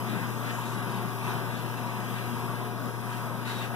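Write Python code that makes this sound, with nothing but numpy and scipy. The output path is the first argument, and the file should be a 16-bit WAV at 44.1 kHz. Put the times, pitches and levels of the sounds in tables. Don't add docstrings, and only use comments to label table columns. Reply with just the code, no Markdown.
import sys
import numpy as np
from scipy import signal
from scipy.fft import rfft, irfft
from scipy.io import wavfile
from scipy.ndimage import uniform_filter1d

SR = 44100
rng = np.random.default_rng(int(sys.argv[2]) if len(sys.argv) > 2 else 0)


def convert_level_to_amplitude(level_db):
    exponent = np.asarray(level_db, float) / 20
    return 10 ** exponent


def transcribe(signal):
    frames = np.atleast_2d(signal).T
    limited = np.clip(frames, -1, 1)
    pcm = np.round(limited * 32767).astype(np.int16)
    wavfile.write(sys.argv[1], SR, pcm)


N = 165375

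# left level in dB, right level in dB, right phase lead in rad.
MOTOR_LINES = [(-34, -44.5, 1.62), (-44.5, -48, 1.34), (-55.5, -51.5, 0.46), (-62, -60, 0.32)]
# frequency in Hz, density in dB per Hz.
FAN_SPECTRUM = [(30, -33), (95, -10), (140, 1.5), (260, -4.5), (550, -6), (1100, -9.5), (2000, -17),
                (5000, -31)]
# frequency in Hz, width in Hz, level in dB.
BOOTH_RESONANCES = [(151, 30, -24), (214, 51, 7.5), (275, 44, 1.5), (335, 27, -1.5), (390, 18.3, 5.5),
                    (718, 16, 8.5), (866, 5.4, -6.5), (910, 44, 7.5), (964.4, 28, 9), (1047, 22, 4),
                    (1156, 110, 6.5), (1280, 24, 9), (1510, 61, 4), (1627, 30, 9)]
# time in seconds, level in dB.
FAN_LOAD = [(0.0, -39), (0.31, -38.5), (0.63, -41), (0.75, -39.5), (1.23, -40.5), (1.29, -37.5),
            (1.52, -40.5), (2.36, -40), (2.49, -39.5), (2.74, -42.5), (2.88, -39), (2.92, -42.5),
            (3.09, -41), (3.75, -41)]
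# mode frequency in Hz, level in dB, 60 dB decay time in seconds.
TAP_MODES = [(975, -6, 0.087), (1110, -12, 0.089)]
# start in seconds, length in seconds, ring level in dB,
# sizzle level in dB, rim whistle level in dB.
HOLLOW_SWELLS = [(0.094, 0.056, -49, -70, -81), (0.44, 0.027, -55, -57, -85), (0.518, 0.093, -66, -50, -85),
                 (0.609, 0.15, -49, -53, -63.5), (0.888, 0.09, -52.5, -59, -65.5),
                 (1.215, .04, -62, -68, -68), (1.27, 0.049, -49, -62, -80), (1.56, .04, -56, -61, -67),
                 (1.672, .03, -57, -62, -72), (1.767, 0.026, -43.5, -54, -72),
                 (2.151, 0.049, -46.5, -70, -66.5), (3.086, 0.096, -52.5, -63, -84),
                 (3.117, 0.03, -62, -69, -67), (3.448, 0.215, -42, -54, -62),
                 (3.47, 0.055, -49, -58.5, -70)]
# frequency in Hz, width in Hz, level in dB.
HOLLOW_RESONANCES = [(1720, 940, -3), (2680, 300, -1.5), (3746, 380, -2.5)]
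# frequency in Hz, density in dB per Hz.
SPLASH_SPECTRUM = [(900, -4.5), (1600, 2.5), (2500, -2.5), (3300, -6.5), (4200, -13), (5500, -20),
                   (8000, -21), (13000, -34)]
# time in seconds, level in dB.
SWEEP = [(0.0, -48), (0.03, -54), (0.1, -46.5), (0.39, -56.5), (0.51, -42.5), (0.52, -50), (1.18, -54.5),
         (1.27, -46.5), (1.63, -52.5), (2.16, -50), (2.98, -59), (3.13, -50.5), (3.37, -61.5), (3.5, -47.5),
         (3.58, -60), (3.64, -48.5), (3.73, -61), (3.75, -47.5)]
# frequency in Hz, density in dB per Hz.
JET_SPECTRUM = [(1500, 3.5), (4000, -4.5), (6000, -5.5), (7800, -13), (9600, -5), (10500, -4), (13000, -7),
                (16000, -4.5)]
# frequency in Hz, width in Hz, level in dB.
JET_BANDS = [(11260, 780, 0), (13240, 600, 2), (15250, 500, 2)]
# time in seconds, level in dB.
JET_FLOW = [(0.0, -54), (1.2, -54.5), (1.29, -52.5), (1.48, -55), (2.05, -56), (2.11, -53.5), (2.66, -55),
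            (2.74, -57), (2.87, -55), (2.9, -57), (3.24, -53.5), (3.33, -57.5), (3.63, -55), (3.69, -57.5),
            (3.75, -56)]
# frequency in Hz, swing in dB.
PATCH_DEPTH = [(200, 0.6), (1500, 1), (5000, 2.3), (9000, 2), (15000, 2.1)]
# frequency in Hz, right minus left in dB.
PORT_LEVEL = [(120, -6.5), (250, -14.5), (420, -4.5), (1600, -0.5), (3000, -3), (5000, -3), (7500, -9.5),
              (15000, -10.5)]
# frequency in Hz, phase in rad.
PORT_PHASE = [(120, 2.17), (350, 1.05), (1000, 2.74), (1400, 2.97), (1750, 2.16), (2900, 2.25),
              (3500, 2.62), (4400, 1.44)]
# frequency in Hz, likeness from 0 to 1.
PORT_LIKENESS = [(60, .3), (130, 0.95), (300, 0.91), (2200, 0.99), (4600, 0.95), (5200, 0.6), (7500, 0.75),
                 (11000, 0.78)]
# frequency in Hz, width in Hz, share lost from 0 to 1.
LIKENESS_DIPS = [(504, 84, 0.65), (1738, 374, 0.19), (2880, 436, 0.27), (3880, 97, 0.064)]
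# frequency in Hz, sum over difference in dB.
SUM_FLOOR = [(1900, -12), (2200, -8.5), (2600, -14), (4000, -12), (4500, -5), (5100, -7)]
# frequency in Hz, step in dB.
ROUNDING_STEP = [(1700, -9), (2300, -3.5), (3100, -1.5), (4400, 2), (5500, 0.5), (7500, 1.5), (10500, -1.5),
                 (15000, -1.5)]


def curve(table):
    table = np.array(table)
    return np.interp(np.arange(N) / SR, table[:, 0], table[:, 1])


def across(table, hz):
    table = np.array(table)
    return np.interp(np.log(hz + 1), np.log(table[:, 0]), table[:, 1])


def rings(table, hz):
    return sum(convert_level_to_amplitude(2 * db) / (1 + (2 * (hz - f) / width) ** 2) for f, width, db in table)


def walk(rate):
    hold = int(SR / rate)
    steps = np.repeat(rng.standard_normal(N // 100), hold)[:N]
    return uniform_filter1d(uniform_filter1d(steps, hold), hold) * 4 / 3


def air(gain, flicker_db, rate, near=1):
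    lag_s = 0.0003955
    hz = np.fft.rfftfreq(N, 1 / SR)
    left, other = rfft(rng.standard_normal((2, N)), axis=1)
    alike = near * across(PORT_LIKENESS, hz)
    for f, width, lost in LIKENESS_DIPS:
        alike = alike * (1 - lost * np.exp(-((hz - f) / width) ** 2))
    alike = np.clip(alike, 0, 1)
    turn = np.exp(1j * (across(PORT_PHASE, hz) - 2 * np.pi * hz * lag_s))
    right = convert_level_to_amplitude(across(PORT_LEVEL, hz)) * (alike * turn * left + np.sqrt(1 - alike ** 2) * other)
    both = np.array([left, right]) * gain(hz)
    place = 1.5 * np.log2((hz + 1) / 100).clip(0, 7)
    out = 0
    for band in range(12):
        share = np.clip(1 - abs(place - band), 0, 1)
        out = out + irfft(both * share, N, axis=1) * convert_level_to_amplitude(flicker_db * walk(rate))
    return out / np.sqrt(np.mean(out[0] ** 2))


def motor():
    twice_mains_hz, wobble_db = 119.97, 0.35
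    t = np.arange(N) / SR
    hum = 0
    for multiple, (left_db, right_db, lead) in enumerate(MOTOR_LINES, 1):
        level = np.sqrt(2) * convert_level_to_amplitude(np.array([[left_db], [right_db]]) + wobble_db * walk(22.0))
        phase = np.array([[0], [lead]]) + rng.uniform(0, 2 * np.pi)
        hum = hum + level * np.sin(2 * np.pi * multiple * twice_mains_hz * t + phase)
    return hum


def fan(load_db):
    def gain(hz):
        return convert_level_to_amplitude(across(FAN_SPECTRUM, hz) - 4) * np.sqrt(1 + rings(BOOTH_RESONANCES, hz))
    return air(gain, flicker_db=1.45, rate=8.77) * convert_level_to_amplitude(-33.5 + load_db)


def tap():
    start_s, level_db = 3.077, -27
    t = np.clip(np.arange(N) / SR - start_s, 0, None)
    return sum(convert_level_to_amplitude(level_db + db - 60 * t / t60) * np.sin(2 * np.pi * hz * t) for hz, db, t60 in TAP_MODES)


def hollow():
    attack_s, release_s, likeness = 0.0085, 0.004, 0.61
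    t = np.arange(N) / SR
    ring, sizzle, rim = 0, 0, 0
    for start, length, ring_db, sizzle_db, rim_db in HOLLOW_SWELLS:
        rise = np.clip((t - start) / attack_s, 0, 1)
        env = rise * np.exp(-np.clip(t - start - length, 0, None) / release_s)
        ring = ring + convert_level_to_amplitude(ring_db) * env
        sizzle = sizzle + convert_level_to_amplitude(sizzle_db) * env
        rim = rim + convert_level_to_amplitude(rim_db) * env

    def cavity(hz):
        return rings(HOLLOW_RESONANCES, hz) ** 0.8

    def bright(hz):
        return rings([(5560, 7400, 0)], hz) / (1 + (4900 / (hz + 1)) ** 10)

    swell = air(cavity, 0.99, 25.35, likeness) * ring + air(bright, 1.4, 24.5, likeness) * sizzle
    edge_tone = rings([(4410, 350, 0)], np.fft.rfftfreq(N, 1 / SR))
    whistle = irfft(rfft(rng.standard_normal(N)) * edge_tone, N)
    return swell + whistle / whistle.std() * rim


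def splash(sweep_db):
    def gain(hz):
        return convert_level_to_amplitude(across(SPLASH_SPECTRUM, hz)) * hz ** 2 / (hz ** 2 + 700 ** 2)
    return air(gain, flicker_db=-1.4, rate=14) * convert_level_to_amplitude(8 + sweep_db)


def jet():
    echo_t60_s, echo_db = 0.05, -9
    t = np.arange(4096) / SR
    tail = rng.standard_normal(4096) * convert_level_to_amplitude(-60 * t / echo_t60_s)
    echo = 1 + convert_level_to_amplitude(echo_db) * rfft(tail / np.sqrt(np.sum(tail ** 2)), N)

    def gain(hz):
        nozzle = convert_level_to_amplitude(across(JET_SPECTRUM, hz) - 2) * np.sqrt(1 + rings(JET_BANDS, hz))
        return nozzle * echo * (hz / (hz + 1000)) ** 2
    return air(gain, flicker_db=-0.1, rate=29.6) * convert_level_to_amplitude(9.5 + curve(JET_FLOW))


def blur(v, hz, s):
    across_hz = uniform_filter1d(v, max(int(hz * 1024 / SR), 1), axis=-2)
    return uniform_filter1d(across_hz, max(int(s * SR / 256), 1), axis=-1)


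def hand(x):
    patch_hz, patch_s, own_share = 128, 0.12, 0.73
    hz, _, z = signal.stft(x, SR, nperseg=1024, noverlap=768)
    field = rng.standard_normal((3,) + z.shape[1:])
    field = blur(blur(field, patch_hz, patch_s), patch_hz / 2, patch_s / 2)
    field = (field[0] + own_share * field[1:]) / field.std()
    patches = convert_level_to_amplitude(across(PATCH_DEPTH, hz)[:, None] * field)
    return signal.istft(z * patches, SR, nperseg=1024, noverlap=768)[1][:, :N]


def scene():
    load_db = curve(FAN_LOAD)
    load_db = load_db - load_db.mean()
    noises = fan(load_db) + hollow() + splash(curve(SWEEP)) + jet()
    return motor() * convert_level_to_amplitude(0.79 * load_db) + hand(noises) + tap()


def round_blocks(x):
    round_from_hz, ports_from_hz, top_hz = 1700, 5170, 15500
    pad = 829 + 1024
    n, k = np.arange(2048)[:, None] + 0.5, np.arange(1024) + 0.5
    basis = np.sin(np.pi * n / 2048) * np.cos(np.pi / 1024 * (n + 512) * k) / np.sqrt(512)
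    hz = k * SR / 2048

    def turn(v):
        pair = np.array([v[0] + v[1], v[0] - v[1]]) / np.sqrt(2)
        return np.where(hz < ports_from_hz, pair, v)

    halves = np.pad(x, ((0, 0), (pad, 2048 - (N + pad) % 1024))).reshape(2, -1, 1024)
    z = turn(np.concatenate([halves[:, :-1], halves[:, 1:]], axis=2) @ basis)
    power = (z ** 2).reshape(2, -1, 128, 8).mean(axis=3)
    total, diff = uniform_filter1d(power, size=2, axis=1).repeat(8, axis=2)
    strong = total > diff * convert_level_to_amplitude(2 * across(SUM_FLOOR, hz))
    z[0] = z[0] * (strong | (hz < round_from_hz) | (hz > ports_from_hz))
    power = (z ** 2).reshape(2, -1, 32, 32).mean(axis=3)
    band = uniform_filter1d(power, size=3, axis=1).max(axis=0)
    step = np.sqrt(np.repeat(band, 32, axis=1) + 1e-18) * convert_level_to_amplitude(across(ROUNDING_STEP, hz))
    rounded = np.sign(z) * step * np.floor((abs(z) / step) ** 0.75 + 0.4054) ** (4 / 3)
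    blocks = turn(np.where(hz > round_from_hz, rounded, z) * (hz < top_hz)) @ basis.T
    lapped = (blocks[:, :-1, 1024:] + blocks[:, 1:, :1024]).reshape(2, -1)
    return lapped[:, pad - 1024:][:, :N]


def roll_off(x):
    return signal.sosfilt(signal.butter(12, 15520, fs=SR, output="sos"), x)


def record(dry):
    mix = round_blocks(dry)
    return roll_off(mix)


dry = scene()
out = record(dry)
transcribe(out)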